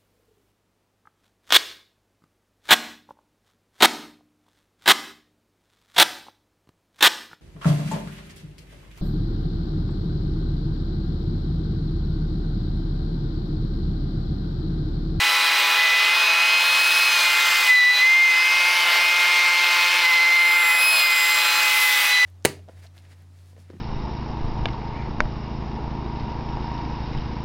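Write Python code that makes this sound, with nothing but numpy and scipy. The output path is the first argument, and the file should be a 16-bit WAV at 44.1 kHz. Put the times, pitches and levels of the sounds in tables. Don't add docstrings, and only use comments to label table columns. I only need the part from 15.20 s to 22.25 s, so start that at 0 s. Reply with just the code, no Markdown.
import sys
import numpy as np
from scipy import signal
from scipy.io import wavfile
from scipy.ndimage import minimum_filter1d

SR = 44100
rng = np.random.default_rng(int(sys.argv[2]) if len(sys.argv) > 2 else 0)


def pcm_store(signal):
    levels = np.round(np.clip(np.atleast_2d(signal), -1, 1) * 32767)
    wavfile.write(sys.argv[1], SR, levels.astype(np.int16).T)


N = 310905
BLADES = 12

# t/s, f/Hz
SECOND_FAN_PITCH = [(0.0, 2493), (0.31, 2467.4), (0.71, 2498), (0.78, 2497), (1.88, 2542), (2.0, 2437.5),
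                    (2.17, 2494.9), (2.32, 2475.7), (3.03, 2484), (3.19, 2538), (3.52, 2525),
                    (3.67, 2535.1), (3.79, 2484), (3.94, 2513), (4.11, 2468), (4.87, 2522), (5.41, 2497),
                    (5.71, 2535), (5.83, 2479), (6.44, 2513), (6.53, 2549.6), (7.04, 2512)]


def from_db(db):
    return 10 ** (np.asarray(db) / 20)


def unit_rms(x):
    return x / np.sqrt(np.mean(x ** 2) + 1e-20)


def in_time(rows):
    times, *columns = np.transpose(rows)
    return [np.interp(np.arange(N) / SR, times, column) for column in columns]


def at_hz(points, hz):
    freqs, values = np.transpose(points)
    return np.interp(np.log(hz), np.log(freqs), values)


def drift(corner_hz):
    step, settling = 40, 2000
    pole = np.exp(-2 * np.pi * corner_hz * step / SR)
    white = rng.standard_normal(N // step + settling + 2)
    slow = signal.lfilter([1], [1, -2 * pole, pole * pole], white)[settling:]
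    return np.interp(np.arange(N) / step, np.arange(len(slow)), unit_rms(slow))


def phase_of(hz):
    return 2 * np.pi * np.cumsum(hz) / SR


def tone(phase, level_db, scatter, rate_hz):
    in_phase = (1 + scatter * drift(rate_hz)) * np.sin(phase)
    quadrature = scatter * drift(rate_hz) * np.cos(phase)
    return from_db(level_db) * unit_rms(in_phase + quadrature)


def main_rotation():
    # t/s, f/Hz
    pitch = [(0, 2001), (0.76, 2008), (1.0, 2086), (1.13, 2012), (1.35, 2089), (2.4, 2077), (2.5, 2010),
             (2.63, 1977), (2.78, 1995), (2.9, 2086), (3.03, 2109), (3.13, 2047), (3.27, 2094),
             (3.55, 2120), (3.66, 2087), (4.05, 2113), (4.6, 2095), (4.8, 2117), (4.86, 2060), (4.99, 2061),
             (5.15, 2084), (5.4, 2086), (5.48, 2045), (5.58, 2043), (5.75, 2130), (5.85, 2080),
             (6.02, 2040), (6.12, 2066), (6.2, 2042), (6.6, 2047), (6.72, 2018), (7.05, 1992)]
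    # onset t/s, deviation f/Hz, decay time t/s
    jolts = [(4.843, 23.3, 0.53), (5.428, 19, 0.14)]
    blade_hz, = in_time(pitch)
    warble, warble_rate_hz = 0, 15.4
    for start, depth_hz, decay in jolts:
        age = np.maximum(np.arange(N) / SR - start, 0)
        warble -= depth_hz * np.exp(-age / decay) * np.sin(2 * np.pi * warble_rate_hz * age)
    return phase_of((blade_hz + warble + 2.0 * drift(18.6)) / BLADES)


def main_whine(rotation):
    # t/s, level/dB
    fundamental = [(0, -26.5), (0.54, -35), (0.6, -22.5), (0.94, -24), (0.99, -42), (1.28, -26.5),
                   (1.75, -42), (2.01, -39), (2.06, -25), (2.47, -25), (2.51, -8), (2.71, -9), (2.765, -25),
                   (2.83, -10.5), (3.04, -9.5), (3.15, -16), (3.59, -23), (4.25, -20), (4.82, -26.5),
                   (4.86, -16), (5.15, -13.5), (5.57, -19.5), (5.68, -32), (5.8, -33), (5.84, -19.5),
                   (6.15, -21.5), (6.31, -37), (6.42, -25.5), (6.66, -20), (6.87, -26), (7.04, -11.5)]
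    # t/s, level/dB
    octave = [(0, -31), (0.15, -27), (0.4, -33), (0.9, -37.5), (1.07, -32.5), (2.05, -30.5), (2.46, -49),
              (2.53, -19.5), (2.79, -20.5), (2.87, -34), (3.5, -42), (5.1, -30.5), (5.5, -41), (5.8, -26),
              (5.95, -37), (6.4, -27.5), (6.46, -42), (6.87, -37), (6.94, -20.5), (7.05, -28)]
    # t/s, level/dB
    third = [(0, -45), (1.9, -44), (2.4, -39.5), (3.0, -37.5), (3.25, -45), (4.3, -46.5), (5.7, -85),
             (6.3, -46), (6.8, -44), (6.95, -37)]
    first_db, second_db, third_db = in_time(fundamental) + in_time(octave) + in_time(third)
    blade_phase = BLADES * rotation
    out = tone(blade_phase, first_db + .2, scatter=.04, rate_hz=25)
    out += tone(2 * blade_phase, second_db, scatter=.18, rate_hz=25)
    out += tone(3 * blade_phase, third_db, scatter=.47, rate_hz=12)
    return out + tone(4 * blade_phase, third_db - 14, scatter=.6, rate_hz=30)


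def machine_hum(rotation):
    # t/s, level/dB
    envelope = [(0, -33.5), (0.53, -35), (0.77, -39), (0.9, -35), (1.8, -37), (2.6, -36.5), (3.3, -33.5),
                (4.7, -32.5), (5.4, -31.5), (5.8, -38), (6.15, -34), (7.05, -37.5)]
    # multiple of the rotation rate, relative level/dB
    orders = [(1, -38.5), (2, -17.5), (3, -16), (5, -0.5), (6, -4), (7, -9.5), (9, -3.5), (10, -8),
              (11, -5.5), (13, -6), (17, -20.5)]
    # t/s, level/dB
    eighth = [(0, -35.5), (1.5, -35), (2.3, -33), (2.65, -40), (3.8, -34), (5.05, -35.5), (5.4, -29.5),
              (5.8, -35.5), (6.3, -34), (6.7, -42), (7.05, -50)]
    level_db, eighth_db = in_time(envelope) + in_time(eighth)
    out = tone(8 * rotation, eighth_db, scatter=.24, rate_hz=24)
    for order, line_db in orders:
        fading_db = 1.8 * min(order / BLADES, 1) * drift(.39)
        phase = order * rotation + rng.uniform(0, 2 * np.pi)
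        out += tone(phase, level_db + line_db + fading_db - .8, scatter=.019 * order, rate_hz=11)
    return out


def housing_buzz(rotation):
    # t/s, level/dB
    envelope = [(0, -45), (2.6, -43), (3.25, -36.5), (3.7, -36.5), (4.95, -35), (5.4, -40), (6.2, -46),
                (7.05, -40)]
    # multiple of the rotation rate, relative level/dB
    orders = [(13, 0), (14, -2.5), (15, -1), (16, -1), (17, -0.5), (18, -3.5), (19, -16), (21, -28),
              (22, -14), (23, -11), (25, -8), (26, -4), (27, -19), (28, -4), (29, -1), (30, -18.5),
              (31, -10), (32, -10.5), (33, -10), (34, -10.5), (35, -13)]
    level_db, = in_time(envelope)
    ragged_rotation = rotation + .015 * drift(60)
    out = np.zeros(N)
    for order, line_db in orders:
        phase = order * ragged_rotation + rng.normal(0, .8)
        out += tone(phase, level_db + line_db + 2.7 * drift(1.4), scatter=.37, rate_hz=37)
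    return out


def second_whine():
    # t/s, level/dB
    fundamental = [(0, -30), (0.49, -28.5), (0.55, -25.5), (0.85, -26), (1.1, -21.5), (1.8, -21.5),
                   (2.28, -28.5), (2.48, -24), (2.56, -24), (2.77, -24), (3.45, -22), (3.56, -33),
                   (3.77, -33), (3.86, -20.5), (4.02, -26.5), (4.36, -30.5), (4.63, -26), (5.25, -31),
                   (5.68, -16.5), (6.07, -28.5), (6.25, -26.5), (6.45, -25), (6.73, -33), (6.88, -26.5),
                   (7.05, -29)]
    # t/s, then level/dB of harmonics 2, 3 and 4
    overtones = [(0, -45, -71, -62), (1.8, -36.5, -49, -39.5), (2.3, -43, -42, -51), (2.7, -45, -55, -63),
                 (3.6, -45, -53, -43), (4.05, -54, -50, -61), (5.15, -39, -48, -47),
                 (5.45, -43, -35, -38.5), (5.68, -26.5, -39.5, -25), (6.05, -31.5, -33.5, -57),
                 (6.37, -39, -37, -44), (6.47, -42, -44, -43), (7.05, -53, -46, -42)]
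    blade_hz, = in_time(SECOND_FAN_PITCH)
    first_db, = in_time(fundamental)
    overtone_db = in_time(overtones)
    blade_phase = phase_of(blade_hz + 1.46 * drift(20))
    out = tone(blade_phase, first_db, scatter=.076, rate_hz=10.6)
    for harmonic, level_db in enumerate(overtone_db, 2):
        out += tone(harmonic * blade_phase, level_db, scatter=.22, rate_hz=22)
    top_db = .65 * (overtone_db[-1] + overtone_db[-2]) / 2 - 21.5
    out += tone(5 * blade_phase, top_db, scatter=.5, rate_hz=35)
    return out + tone(6 * blade_phase, top_db - 2.5, scatter=.7, rate_hz=50)


def engine_drone():
    # f/Hz, level/dB before the swell
    partials = [(435, -58.5), (653, -54), (1088, -46.5)]
    # t/s, relative level/dB
    swell = [(0, 3), (1.1, 7.5), (2.3, 2), (3.2, 3.5), (4.0, 6.5), (4.8, -3), (5.3, 7), (7.05, -6)]
    blade_hz, swell_db = in_time(SECOND_FAN_PITCH) + in_time(swell)
    speed = blade_hz / blade_hz.mean()
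    return sum(tone(phase_of(hz * speed), level_db + swell_db, scatter=.27, rate_hz=5.5)
               for hz, level_db in partials)


def jets_and_leaves(rotation):
    # f/Hz, level/dB in a 1 Hz band
    spectrum = [(25, -89), (280, -84.5), (400, -83.5), (550, -71), (720, -69), (1000, -60.5), (1800, -58),
                (2700, -56.5), (3400, -57), (4000, -60.5), (5000, -64.5), (6000, -69), (6900, -71.5),
                (12000, -76), (15000, -75)]
    # t/s, relative level/dB
    roar = [(0.0, 1), (1.47, 0.5), (2.3, -0.8), (3.78, 5), (4.11, 0.5), (5.12, 2), (5.18, -5), (5.72, 5.5),
            (6.04, -4), (7.04, -1.5)]
    # t/s, relative level/dB
    hiss = [(0, 2), (0.6, -2), (2.4, 2), (4.2, -1), (5.12, -0.5), (5.35, -7), (5.88, -3.5), (6.15, 0),
            (6.8, 3), (7.05, -1)]
    # t/s, relative level/dB
    leaves = [(0, 0.5), (1.13, -5), (1.45, -0.5), (2.48, 1.5), (2.6, -1), (4.4, -1.5), (5.15, -0.5),
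              (5.58, 6.5), (6.1, 5.5), (6.36, 2), (6.59, 8), (6.88, 5), (6.98, -1)]
    region_hz = [600, 1350, 3200, 6000, 11000]
    roar_db, hiss_db, leaf_db = in_time(roar) + in_time(hiss) + in_time(leaves)
    region_db = [roar_db, .1 * leaf_db, .1 * hiss_db, hiss_db, leaf_db]
    puff = np.exp(21 * (np.cos(rotation) - 1))
    crackle = from_db(drift(230))
    white = rng.standard_normal((2, N))
    edges_hz = np.geomspace(16, 18000, 42)
    out = np.zeros(N)
    for k, (low, high) in enumerate(zip(edges_hz, edges_hz[1:])):
        hz = np.sqrt(low * high)
        band = signal.sosfilt(signal.butter(2, [low, high], "band", fs=SR, output="sos"), white[k % 2])
        puff_depth = at_hz([(800, .1), (3200, .36), (6000, .5), (11000, .28)], hz)
        leaf_share = at_hz([(2000, .1), (9000, 1.0)], hz)
        band = unit_rms(band * (1 + puff_depth * puff) * (1 + leaf_share * (crackle - 1)))
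        weights = [np.interp(np.log(hz), np.log(region_hz), row) for row in np.eye(len(region_hz))]
        swing_db = sum(weight * db for weight, db in zip(weights, region_db))
        swing_share = at_hz([(120, .15), (450, 1)], hz)
        density_db = at_hz(spectrum, hz) + swing_share * swing_db + 1.1 * drift(5)
        out += band * np.sqrt(high - low) * from_db(density_db)
    return out


def gain_control(x):
    held_peak_db, max_gain_db, response_s = -9, 2.0, .013
    peak = -minimum_filter1d(-np.abs(x).max(axis=0), size=220)
    excess_db = np.maximum(20 * np.log10(peak + 1e-9) - held_peak_db, -max_gain_db)
    pole = np.exp(-1 / (response_s * SR))
    return x * from_db(-signal.lfilter([1 - pole], [1, -pole], excess_db))


def scene():
    rotation = main_rotation()
    main_blower = main_whine(rotation) + machine_hum(rotation) + housing_buzz(rotation)
    pressure = main_blower + second_whine() + engine_drone() + jets_and_leaves(rotation)
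    return np.array([pressure, pressure])


def record(dry):
    cutoff_hz = 15800
    return signal.sosfilt(signal.ellip(12, .1, 80, cutoff_hz, fs=SR, output="sos"), gain_control(dry))


dry = scene()
out = record(dry)
pcm_store(out)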